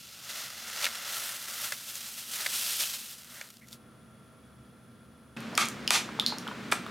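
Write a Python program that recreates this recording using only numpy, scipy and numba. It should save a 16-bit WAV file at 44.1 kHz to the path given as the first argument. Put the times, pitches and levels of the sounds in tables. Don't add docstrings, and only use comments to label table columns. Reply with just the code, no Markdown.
import sys
import numpy as np
from scipy import signal
from scipy.fft import rfft, irfft
from scipy.io import wavfile
from scipy.ndimage import uniform_filter1d, minimum_filter1d
from numba import njit

SR = 44100
rng = np.random.default_rng(int(sys.argv[2]) if len(sys.argv) > 2 else 0)


def pcm_store(signal):
    levels = np.round(np.clip(np.atleast_2d(signal), -1, 1) * 32767)
    wavfile.write(sys.argv[1], SR, levels.astype(np.int16).T)


N = 304290
T = np.arange(N) / SR
HZ = np.maximum(np.arange(N // 2 + 1) * SR / N, 1)

# time in seconds, level in dB.
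RUSTLE_LEVELS = [(0, -51), (.22, -50.5), (.3, -42), (.41, -41), (.53, -47.5), (.78, -40.5), (.845, -34.5),
                 (.9, -42.5), (.99, -43.5), (1.14, -39), (1.44, -45.5), (1.66, -40), (1.76, -47),
                 (2.27, -46.5), (2.35, -38.5), (2.48, -41.5), (2.54, -35), (2.84, -37), (2.88, -39.5),
                 (3.26, -56.5), (3.36, -50), (3.64, -68.5), (4, -100)]
# time in seconds, level in dB.
FINGER_RUBS = [(1.49, -47), (1.645, -45), (1.895, -44), (1.97, -45), (2.07, -46), (2.185, -44),
               (2.815, -33), (2.945, -42.5), (3.115, -46.5), (3.69, -62), (3.735, -54.5)]
# time in seconds, dB relative to the rustle.
DRAG_LEVELS = [(0, -12), (.2, -5), (.88, -2), (1.65, -4), (1.85, -7.5), (2.35, -7.5), (2.41, -2),
               (2.56, -9.5), (3.1, -9.5), (3.4, 0.5), (3.6, -9)]
# rustle level in dB, wrinkles' relative dB.
WRINKLE_SHARE = [(-56, -7.5), (-40, -18)]
# frequency in Hz, relative level in dB.
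FILM_TONE = [(180, -49), (300, -6), (343, -7.5), (470, -12.5), (565, -9.5), (994, -7.5), (1340, -2.5),
             (1690, -1.5), (2280, 0), (3460, -0.5), (6850, -2), (14500, -3.5), (16000, -11)]
# pitch in Hz, width in Hz, boost in dB.
POT_RESONANCES = [(570, 57, 4), (1355, 86, 4), (2080, 450, 3)]


def glove_rustle(let_go_s=1.055, slacken_s=0.1, taut_db=-4, slack_db=0.53, rub_s=0.018):
    rub_power = sum(undb(db) ** 2 * np.exp(-((T - s) / rub_s) ** 2) for s, db in FINGER_RUBS)
    effort = np.sqrt(gain_curve(RUSTLE_LEVELS) ** 2 + rub_power)
    released = np.clip((T - let_go_s) / slacken_s, 0, 1)
    fine = unit(crinkle(rate=20000, spread_db=0.75, clump_db=1.23, clump_s=0.007))
    wrinkles = unit(crinkle(rate=130, spread_db=-1.5, clump_db=5.0, clump_s=0.064))
    share = undb(np.interp(20 * np.log10(effort), *np.transpose(WRINKLE_SHARE)))
    film = colour((fine + share * wrinkles) / np.hypot(1, share), FILM_TONE, POT_RESONANCES)
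    body = unit(band(film, 403, 2090, order=3)) * gain_curve(DRAG_LEVELS)
    middle = unit(band(film, 2388, 7060, order=3))
    sizzle = unit(band(film, 6980, 16000, order=3)) * undb(taut_db + (slack_db - taut_db) * released)
    rustle = (middle - body - sizzle) * effort
    return rustle + pot_echo(rustle, released)


def pot_echo(x, lifted, delay_s=0.001454, deep_gain=0.17, lifted_gain=0.053):
    return (deep_gain + (lifted_gain - deep_gain) * lifted) * np.interp(T - delay_s, T, x)


# start in seconds, level in dB, pitch in Hz.
FOLD_SNAPS = [(.829, -17.5, 2700), (.8436, -12.5, 2980), (.854, -12.5, 2900), (.8655, -16, 1700),
              (.9535, -25, 3300), (1.7215, -18, 1710), (1.7223, -18, 4530), (1.955, -21, 7050),
              (2.4621, -15, 1900), (2.465, -16, 3900), (2.804, -25, 2640), (2.836, -20, 2800),
              (3.4125, -23.5, 2100), (3.569, -38, 4500), (3.6855, -35, 5530), (3.729, -29.5, 4300)]


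def fold_snaps(ring_cycles=55, crack_db=-4):
    snaps = np.zeros(N)
    for s, db, hz in FOLD_SNAPS:
        t60 = ring_cycles / hz
        narrow = burst(hz * 0.81, hz * 1.26, t60)
        wide = burst(hz * 0.2, hz * 2.2, t60)
        add(snaps, s, undb(db) * (narrow + 0.72 * wide))
        add(snaps, s, undb(db + crack_db) * crack(hz * 0.5, hz * 3.9, lag_s=0.000632))
    return colour(snaps, [(300, -23), (600, -3), (950, -7), (1500, -5), (16000, -1.0)], POT_RESONANCES)


def squeak(start_s=3.61, length_s=0.054, hz=2100, db=-54):
    envelope = np.interp(T, [start_s, start_s + length_s / 5, start_s + length_s], [0, 1, 0])
    return undb(db) * envelope * unit(band(rng.standard_normal(N), hz * 0.91, hz * 1.07))


# base pitch in Hz, relative level in dB, fade time in seconds.
SHELL_NOTES = [(298, -25, 0.045), (407, -13.5, 0.009), (724, -27, 0.0036), (1179, -6, 0.039),
               (1257, -1.5, 0.036), (1335, -3.5, 0.036), (1660, -7, 0.024), (2247, -4, 0.019),
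               (2395, 0.5, 0.01), (3390, -6, 0.02)]
# start in seconds, level in dB, the crack's relative dB,
# contact time in seconds, pitch multiplier from the shell's tension.
BOX_POPS = [(5.577, -2, 3.5, 0.00022, 0.97), (5.9054, -7, 15.5, 0.00019, 1.04),
            (6.7205, -13, -32, 0.0003, 1.03), (6.7226, -15, 0.5, 0.0012, 0.93)]


def box_pops():
    out = np.zeros(N)
    for s, db, crack_db, contact_s, tension in BOX_POPS:
        shell = sum((-1) ** k * undb(note_db) * ring(hz * tension, t60) / np.hypot(1, hz * contact_s)
                    for k, (hz, note_db, t60) in enumerate(SHELL_NOTES))
        add(out, s, undb(db) * (shell + undb(crack_db) * shell_crack(1 / contact_s)))
    return out


def shell_crack(cutoff_hz):
    low_pass = signal.butter(1, min(cutoff_hz, SR / 4), fs=SR, output="sos")
    sound = signal.sosfilt(low_pass, crack(750, 12500, lag_s=0.0026))
    return sound / np.abs(sound).max()


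# start in seconds, level in dB, pitch in Hz.
LID_CREASES = [(5.371, -26.5, 2630), (5.405, -35, 7200), (5.5528, -19, 5260), (5.576, -10, 7300),
               (5.656, -21, 6800), (5.686, -16.5, 7100), (5.8778, -9.5, 2910), (5.8767, -9, 5000),
               (6.198, -5, 3520), (6.2636, 1, 4190), (6.3845, -20, 5520), (6.4775, -21.5, 3140),
               (6.7295, -16.5, 8250), (6.8648, -31, 3470)]


def lid_creases(ring_cycles=23, db_per_octave=7.5):
    out = np.zeros(N)
    for s, db, hz in LID_CREASES:
        crack_db = -16.5 + db_per_octave * np.log2(hz / 4060) - 0.35 * db
        add(out, s, undb(db) * band(ring(hz, ring_cycles / hz), hz * 0.94, 21000))
        add(out, s, undb(db + crack_db) * crack(3400, 14200, lag_s=0.0014))
    return out


# start in seconds, level in dB, pitch in Hz.
TOMATO_BUMPS = [(5.53, -29, 684), (6.09, -26.5, 1320), (6.19, -22, 870), (6.224, -26.5, 1260),
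                (6.323, -21.5, 875), (6.469, -25.5, 1420), (6.484, -25.5, 1260), (6.513, -23.5, 1440),
                (6.864, -26, 1310)]


def tomato_bumps():
    out = np.zeros(N)
    for s, db, hz in TOMATO_BUMPS:
        add(out, s, undb(db) * (0.53 * ring(hz, t60=0.023) + 0.64 * burst(830, 1420, t60=0.02)))
    return out


def lid_slide(start_s=6.714, rise_s=0.0023, t60=0.034, db=-23.5):
    scrape = unit(band(crinkle(rate=5900, spread_db=1.5, clump_db=-3.5, clump_s=0.002), 780, 9700))
    since = np.maximum(T - start_s, 0)
    envelope = np.minimum(since / rise_s, 1) * np.exp(-np.log(1000) * since / t60)
    return undb(db) * envelope * scrape


# frequency in Hz, fade time in seconds, relative level in dB.
ECHO_BANDS = [(248, 0.35, 2), (970, 0.22, 3), (2980, 0.26, 3.5), (6800, 0.26, 3), (13600, 0.2, 5.5)]


def kitchen_echo(x, wet_db=-6.5, width=0.22, build_s=0.00054):
    t = T[:SR // 2]
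    hz, t60, db = np.transpose(ECHO_BANDS)
    edges_hz = np.geomspace(125, 16000, 8)
    tail = np.zeros((2, len(t)))
    for lo, hi in zip(edges_hz, edges_hz[1:]):
        fade_s, gain_db = (np.interp(np.log(lo * hi) / 2, np.log(hz), column) for column in (t60, db))
        noise = band(rng.standard_normal(tail.shape), lo, hi, order=3)
        tail += undb(gain_db) * noise * np.exp(-np.log(1000) * t / fade_s)
    tail *= 1 - np.exp(-t / build_s)
    mid, side = (signal.fftconvolve(x, echo / np.linalg.norm(echo))[:N] for echo in tail)
    return undb(wet_db) * stereo(mid, width * side)


def from_the_right(x, pan_db=0.27, lag_s=0.000006):
    left = irfft(rfft(x[0]) * np.exp(-2j * np.pi * HZ * lag_s), N)
    return np.array([undb(-pan_db) * left, undb(pan_db) * x[1]])


# pitch in Hz, base level in dB.
HUM_TONES = [(123.8, -70.5), (199.2, -69), (500.6, -73.5), (646.0, -75.5), (1367, -69.5), (3413, -83),
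             (9485, -88), (9701, -77.5), (10061, -91), (13927, -89)]


def appliance_hum(waver_hz=1.6):
    knots = np.linspace(0, T[-1], 60)
    hum = np.zeros(N)
    for hz, db in HUM_TONES:
        pitch_hz = hz + waver_hz * np.interp(T, knots, rng.standard_normal(len(knots)))
        hum += np.sqrt(2) * undb(db) * np.sin(2 * np.pi * np.cumsum(pitch_hz) / SR)
    return hum


def fan_noise(tone, resonances, db, bass_width, treble_width):
    mid, side = (unit(colour(noise, tone, resonances)) for noise in rng.standard_normal((2, N)))
    return undb(db) * stereo(mid, bass_width * side + treble_width * band(side, 225, 9000))


# frequency in Hz, relative level in dB.
POT_FAN_TONE = [(25, -34), (45, -17), (70, -10), (140, -4.5), (230, -2), (330, -10), (600, -14),
                (880, -20.5), (1300, -14.5), (2000, -23.5), (4000, -29.5), (8000, -36), (16000, -39.5)]
# frequency in Hz, relative level in dB.
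BOX_FAN_TONE = [(25, -38), (70, -23), (140, -9), (220, -2), (330, -9.5), (600, -14.5), (880, -18),
                (1300, -14), (2300, -18.5), (4000, -24.5), (8000, -35.5), (12000, -42), (16000, -47)]
# pitch in Hz, width in Hz, boost in dB.
ROOM_BOOM = [(71.5, 6.9, 12.5), (126.8, 12.5, 9.5), (231.7, 19.4, 7)]
# pitch in Hz, width in Hz, boost in dB.
HISS_BANDS = [(3367, 59, 11), (9900, 790, 13.5)]
# time in seconds, level change in dB.
BACKGROUND_SWELL = [(0, -5.5), (3.6, -5.5), (3.78, 1), (5.3, 0)]


def background(scene_change_s=5.365):
    hum = appliance_hum()
    by_pot = fan_noise(POT_FAN_TONE, ROOM_BOOM + HISS_BANDS, db=-55.5, bass_width=0.18, treble_width=0.17)
    by_box = fan_noise(BOX_FAN_TONE, ROOM_BOOM, db=-41, bass_width=0.076, treble_width=0.15)
    return np.where(T < scene_change_s, (by_pot + hum) * gain_curve(BACKGROUND_SWELL), by_box)


def crinkle(rate, spread_db, clump_db, clump_s):
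    knots = np.arange(0, T[-1] + clump_s, clump_s)
    sizes = rng.standard_normal(N) * undb(spread_db * np.minimum(rng.exponential(size=N), 5))
    buckles = sizes * (rng.random(N) < rate / SR)
    return buckles * undb(clump_db * np.interp(T, knots, rng.standard_normal(len(knots))))


def crack(lo_hz, hi_hz, lag_s):
    hz = np.fft.rfftfreq(SR // 8, 1 / SR)
    sweep = irfft(np.exp(-4j * np.pi * lag_s * hz / np.sqrt(hz / 1000 + 1e-9)))
    sound = band(sweep, lo_hz, hi_hz)
    return sound / np.abs(sound).max()


def ring(hz, t60):
    return np.sin(2 * np.pi * hz * T[:SR // 8]) * fade(t60)


def burst(lo_hz, hi_hz, t60):
    noise = band(rng.standard_normal(SR // 8) * fade(t60), lo_hz, hi_hz)
    return noise * np.sqrt(np.sum(fade(t60) ** 2) / np.sum(noise ** 2)) / 2


def fade(t60):
    return np.exp(-np.log(1000) * T[:SR // 8] / t60)


def colour(x, tone, resonances):
    hz, db = np.transpose(tone)
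    outline = np.interp(np.log(HZ), np.log(hz), db)
    boost = sum(gain / (1 + (2 * (HZ - centre) / width) ** 2) for centre, width, gain in resonances)
    return irfft(rfft(x) * undb(outline + boost), N)


def band(x, lo_hz, hi_hz, order=2):
    band_pass = signal.butter(order, [lo_hz, min(hi_hz, SR / 2 - 1000)], "band", fs=SR, output="sos")
    return signal.sosfilt(band_pass, x)


def undb(db):
    return 10 ** (np.asarray(db) / 20)


def unit(x):
    return x / np.sqrt(np.mean(x ** 2))


def gain_curve(table):
    return undb(np.interp(T, *np.transpose(table)))


def add(track, s, sound):
    i = int(s * SR)
    track[i:i + len(sound)] += sound[:N - i]


def stereo(mid, side):
    return np.array([mid + side, mid - side])


def scene():
    box = band(box_pops() + lid_creases() + tomato_bumps(), 170, 14000) + lid_slide()
    glove = glove_rustle() + fold_snaps() + squeak()
    return glove + from_the_right(box + kitchen_echo(box)) + background()


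@njit
def peak_hold(x, keep):
    out, held = np.empty(len(x)), 0.
    for i in range(len(x)):
        held = max(x[i], held * keep)
        out[i] = held
    return out


def record(dry, ceiling_db=-8, release_s=0.023, top_hz=16100):
    peak = peak_hold(np.abs(dry).max(axis=0), np.exp(-1 / (release_s * SR)))
    gain = np.minimum(1, undb(ceiling_db) / (peak + 1e-9))
    gain = uniform_filter1d(minimum_filter1d(gain, size=65), size=65)
    return signal.sosfilt(signal.ellip(10, 0.2, 80, top_hz, fs=SR, output="sos"), dry * gain)


dry = scene()
out = record(dry)
pcm_store(out)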